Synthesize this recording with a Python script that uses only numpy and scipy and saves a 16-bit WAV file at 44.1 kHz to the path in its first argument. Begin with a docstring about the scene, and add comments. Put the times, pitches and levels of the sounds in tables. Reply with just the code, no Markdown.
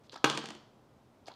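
"""A hard-walled kitchen with a low hum, where a big, loose-lipped dog snaps a blueberry out of the air.
Its wet lips peel apart: films of saliva click and fizz, and air pops into the opening mouth.
The teeth clack shut and ring the jaws, then the jowls slap a few times as the head drops.
The room rings on; a second later the mouth opens again."""
import sys
import numpy as np
from scipy import signal
from scipy.fft import rfft, irfft
from scipy.io import wavfile

SR = 44100
rng = np.random.default_rng(int(sys.argv[2]) if len(sys.argv) > 2 else 0)


def inscribe(sig):
    """Save sig as 16-bit PCM at rate SR to the path in sys.argv[1].

    A 1-D sig is mono; a 2-D sig holds one channel per row.
    Samples are clipped to [-1, 1] before scaling.
    """
    pcm = np.round(np.clip(np.atleast_2d(sig).T, -1, 1) * 32767)
    wavfile.write(sys.argv[1], SR, pcm.astype(np.int16))


N = 59535


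def amp(db):
    """Decibels to gain."""
    return 10 ** (np.asarray(db) / 20)


def unit_energy(x):
    """Scales a sound to an energy of one."""
    return x / np.sqrt(np.sum(x ** 2) + 1e-20)


def curve_at(points, hz):
    """Reads a curve along a log-frequency axis."""
    freqs, values = np.transpose(points)
    return np.interp(np.log(hz + 1), np.log(freqs + 1), values)


def add(mix, start_s, sound):
    """Drops a sound into the mix at its cue."""
    part = mix[max(round(start_s * SR), 0):][:len(sound)]
    part += sound[:len(part)]


def equalise(x, eq, size=4096):
    """Minimum-phase EQ: nothing rings ahead of an attack."""
    log_gain = np.log(amp(curve_at(eq, abs(np.fft.fftfreq(size, 1 / SR)))))
    response = np.exp(np.conj(signal.hilbert(log_gain)))
    taps = np.fft.ifft(response).real[:size // 2]
    return signal.fftconvolve(x, taps)[:len(x)]


def ring(modes, attack_s=0.00018):
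    """Struck modes: dying sines with a slightly soft attack."""
    t = np.arange(N) / SR
    sines = sum(amp(db - 60 * t / t60) * np.sin(2 * np.pi * hz * t) for hz, db, t60 in modes)
    return np.minimum(t / attack_s, 1) * sines


def burst(decay_s, hold_s=0., attack_s=0.00022, size=4096, flatten_passes=4):
    """A short spray of tiny contacts; each flattening pass evens out its spectrum."""
    t = np.arange(size) / SR
    envelope = np.minimum(t / attack_s, 1) * np.exp(-np.maximum(t - hold_s - attack_s, 0) / decay_s)
    spray = envelope * rng.standard_normal(size)
    for _ in range(flatten_passes):
        flat = irfft(np.exp(1j * np.angle(rfft(spray))))
        spray = flat * envelope ** .5
    return unit_energy(spray)


def resonate(x, hz, width_hz):
    """A band-pass resonance on a steady or gliding pitch."""
    carrier = np.exp(2j * np.pi * np.cumsum(hz * np.ones(len(x))) / SR)
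    pole = np.exp(-np.pi * width_hz / SR)
    baseband = signal.lfilter([1 - pole], [1, -pole], x / carrier)
    baseband = signal.lfilter([1 - pole], [1, -pole], baseband + 1e-18)
    return unit_energy((carrier * baseband).real)


# Colour of the room tone (frequency [Hz], relative level [dB])
ROOM_TONE_EQ = [(20, -25), (45, -15.5), (80, -10.5), (125, -3), (170, -10.5), (225, -7.5), (340, -9.5),
                (450, -12.5), (650, -12.5), (1000, -17.5), (1300, -21.5), (1700, -28), (3000, -31.5),
                (6000, -37), (10000, -44), (15000, -46.5), (16000, -61.5)]


def room_tone(level_db=-62.5):
    """The bed: steady noise shaped into a low hum and a faint hiss."""
    gain = amp(curve_at(ROOM_TONE_EQ, np.fft.rfftfreq(N, 1 / SR)))
    noise = irfft(rfft(rng.standard_normal(N)) * gain, N)
    return amp(level_db) * noise / noise.std()


# Early reflections off table and cupboards (delay [s], level [dB])
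REFLECTIONS = [(.0032, -4.5), (.0078, -7), (0.01, -16.5), (0.0137, -7.5), (0.018, -20), (0.0272, -23)]
# Colour of the reverb tail (frequency [Hz], level [dB])
TAIL_EQ = [(60, -14), (140, -10), (300, -9.5), (420, -9.5), (600, -4.5), (1050, -3.5), (1500, -5.5),
           (2100, -6.5), (2750, -6.5), (3250, 1.5), (3750, -6), (4500, -3), (6000, -8), (8000, -7.5),
           (11000, -7), (15000, -7)]
# Length of the reverb tail (frequency [Hz], T60 [s])
TAIL_DECAY = [(100, 0.63), (300, 0.67), (1000, 0.55), (3200, 0.49), (6000, .55), (10000, 0.16),
              (16000, 0.31)]
# Standing waves between the walls (frequency [Hz], level [dB], T60 [s])
STANDING_WAVES = [(144.4, -61.5, .7), (316, -57, 0.27), (820, -54, 0.32), (968, -58, 0.28),
                  (1152, -61, 0.39)]


def kitchen_reverb(sound, early_db, tail_db, predelay_s=0.008, fade_in_s=0.0056):
    """Hard surfaces add early reflections, standing waves and a diffuse tail that dies band by band."""
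    early = np.zeros(N)
    for delay_s, db in REFLECTIONS:
        add(early, delay_s, amp([db]))
    early = equalise(early, [(200, -6.5), (1500, -3.5), (3500, -2), (10000, -7)])
    hz, t, bands = signal.stft(rng.choice([-1., 1.], N), SR, nperseg=256)
    decay = amp(-60 * t / curve_at(TAIL_DECAY, hz)[:, None])
    band_energy = N * np.mean(decay ** 2, axis=1, keepdims=True)
    band_gain = amp(curve_at(TAIL_EQ, hz))[:, None] / np.sqrt(band_energy)
    tail = signal.istft(bands * decay * band_gain, SR, nperseg=256)[1][:N]
    tail *= np.clip((np.arange(N) / SR - predelay_s) / fade_in_s, 0, 1)
    response = amp(early_db) * early + amp(tail_db) * (tail + ring(STANDING_WAVES))
    return sound + signal.fftconvolve(sound, response)[:N]


# Saliva clicks as the lips part (time [s], level [dB], pitch [Hz], decay [s])
SALIVA_CLICKS = [(.0948, -27.5, 3700, 0.0014), (0.1171, -38, 4400, 0.0017), (0.1223, -32, 4500, .004),
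                 (.1305, -36, 3900, 0.002), (.1392, -41, 4000, 0.0029), (0.1426, -29.5, 5100, 0.00089),
                 (.1598, -27, 4200, 0.0038), (.177, -36.5, 5754, 0.0034), (1.258, -37.5, 4670, 0.00041),
                 (1.2685, -43, 5800, 0.0012), (1.2725, -35, 4650, 0.0056), (1.281, -32, 4500, 0.0025),
                 (1.3169, -34, 4040, 0.0027), (1.3384, -34.5, 4100, 0.0044)]
# Lips peeling apart in a fine fizz (time [s], level [dB], hold [s])
LIP_PEELS = [(0.036, -38, 0.036), (0.121, -25, 0.025), (0.158, -29.5, 0.006), (1.265, -32, .008),
             (1.277, -26, 0.01)]
# Wet colour of clicks and peels (frequency [Hz], level [dB])
WET_EQ = [(200, -3.5), (500, 3.5), (1500, 1.5), (2300, -4.5), (3200, 1), (5000, 0), (7000, -5),
          (10000, -17), (13000, -26), (16000, -41)]
# Pops of air passing the lips (time [s], level [dB], starting pitch [Hz], decay [s])
AIR_POPS = [(.1305, -26, 500, .002), (.14, -27.5, 940, 0.0058), (.1568, -25, 650, .002),
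            (.1585, -22.5, 1150, .004), (.171, -29, 1480, .007), (0.2579, -4.5, 1050, 0.002),
            (1.274, -36, 480, 0.0052), (1.2817, -21.5, 695, 0.0033), (1.299, -29, 777, 0.012),
            (1.313, -32, 870, 0.013)]
# Fleshy colour of the pops' body, shared with the jowl smacks (frequency [Hz], level [dB])
FLESH_EQ = [(80, -25.5), (250, 1), (600, 3.5), (1200, 4.5), (2000, -4), (4000, -16.5), (12000, -38)]


def lips(click_width_hz=1400, crackle_db=3.5, pop_width_hz=270, pop_rise_per_s=21):
    """Saliva films break in clicks and fizz; air pops into a mouth whose pitch rises as it opens."""
    out = np.zeros(N)
    for start_s, db, hz, decay_s in SALIVA_CLICKS:
        click = resonate(burst(decay_s, hold_s=.001), hz, click_width_hz)
        add(out, start_s, amp(db) * unit_energy(equalise(click, WET_EQ)))
    for start_s, db, hold_s in LIP_PEELS:
        fizz = burst(decay_s=.003, hold_s=hold_s, flatten_passes=0)
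        fizz *= amp(crackle_db * np.minimum(rng.exponential(1, len(fizz)), 5))  # uneven grains
        add(out, start_s, amp(db) * unit_energy(equalise(fizz, WET_EQ)))
    for start_s, db, start_hz, decay_s in AIR_POPS:
        puff = burst(decay_s, attack_s=0.0008)
        hz = start_hz * (1 + pop_rise_per_s * np.arange(len(puff)) / SR)
        cavity = resonate(puff, hz, pop_width_hz)
        overtone = amp(-17) * resonate(puff, hz * 3.2, pop_width_hz)
        body = amp(-2.5) * unit_energy(equalise(burst(decay_s), FLESH_EQ))
        add(out, start_s, amp(db) * (cavity + overtone + body))
    return out


# Jowl slaps (time [s], crack level [dB], smack level [dB], thud level [dB], decay [s])
JOWL_SLAPS = [(.2983, -6.5, -11, -33.5, 0.0019), (.3488, -20, -22.5, -37.5, 0.008),
              (0.3739, -10.5, -15.5, -38.5, 0.001833), (0.38, -24, -19.5, -32.5, 0.00078),
              (0.4383, -28, -20.5, -40, 0.0025), (0.4567, -20, -36, -66, .0025),
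              (.487, -23, -26.5, -39.5, 0.0026), (0.5041, -23, -21.5, -44, 0.0029),
              (0.5495, -32, -42, -44.5, 0.006)]
# Bright, wet edge of a slap (frequency [Hz], level [dB])
CRACK_EQ = [(200, -31), (1000, -2), (1800, 5.5), (3000, 9.5), (4500, 5), (7000, 1.5), (9500, -7.5),
            (12000, -22.5), (14000, -30), (16000, -37)]
# Low ring of the soft cheeks (frequency [Hz], level [dB], T60 [s])
CHEEK_MODES = [(218, -5.5, 0.11), (300, -13.5, 0.19), (342, -6, 0.082)]


def jowls():
    """Loose jowls slap in three layers: a wet crack, a fleshy smack and a thud of the cheeks."""
    out, thud = np.zeros(N), ring(CHEEK_MODES)
    for start_s, crack_db, smack_db, thud_db, decay_s in JOWL_SLAPS:
        crack = equalise(burst(decay_s, hold_s=0.00046, attack_s=0.00101), CRACK_EQ)
        smack = equalise(burst(decay_s, hold_s=0.00323, attack_s=0.00113), FLESH_EQ)
        add(out, start_s, amp(crack_db) * unit_energy(crack))
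        add(out, start_s, amp(smack_db) * unit_energy(smack))
        add(out, start_s, amp(thud_db) * thud)
    return out


# Colour of the teeth's clack (frequency [Hz], level [dB])
TEETH_EQ = [(60, -30), (200, -20), (380, -10.5), (590, -9.5), (800, -9.5), (1400, -0.5), (2100, -11.5),
            (2900, -6.5), (3600, -13), (4300, -12), (5250, -19), (5900, -15), (7500, -24.5), (10000, -31),
            (13000, -37.5), (16000, -55)]
# Ring of jaws and mouth (frequency [Hz], level [dB], T60 [s])
JAW_MODES = [(141, -20.5, 0.047), (312.7, -35, .2), (383, -16, 0.013), (457.6, -24, 0.081),
             (702, -30, .035), (808, -24.5, .025), (1075, -18, .028), (1263, -24.5, .03),
             (1412, -15, 0.014), (2560, -13, 0.018), (2896, -30, 0.06), (4176, -26.5, 0.019),
             (5780, -23.5, .016), (6650, -33, .016)]


def jaw_snap(start_s=.2421, clack_db=6.5):
    """The main hit: the teeth meet over a few milliseconds and ring the jaws and mouth."""
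    out = np.zeros(N)
    clack = equalise(burst(decay_s=0.0054, hold_s=0.0034, attack_s=0.0005), TEETH_EQ)
    add(out, start_s, amp(clack_db) * unit_energy(clack))
    add(out, start_s + .0005, ring(JAW_MODES))
    return out


def scene():
    """Snap, jowls and lips, each with its own reverb send, over the room tone in mono."""
    dog = kitchen_reverb(jaw_snap(), early_db=-5, tail_db=0.5)
    dog += kitchen_reverb(jowls(), early_db=-1, tail_db=1)
    dog += kitchen_reverb(lips(), early_db=-6, tail_db=-3)
    low_cut = signal.butter(6, 155, btype="high", fs=SR, output="sos")  # trims rumble and deep bass
    return (signal.sosfilt(low_cut, dog) + room_tone())[None]


def record(dry):
    """A steep high cut at 16 kHz on the whole mix."""
    high_cut = signal.firwin(255, 16000, window=("kaiser", 9), fs=SR)
    return signal.oaconvolve(dry, high_cut[None], "same")


dry = scene()
out = record(dry)
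inscribe(out)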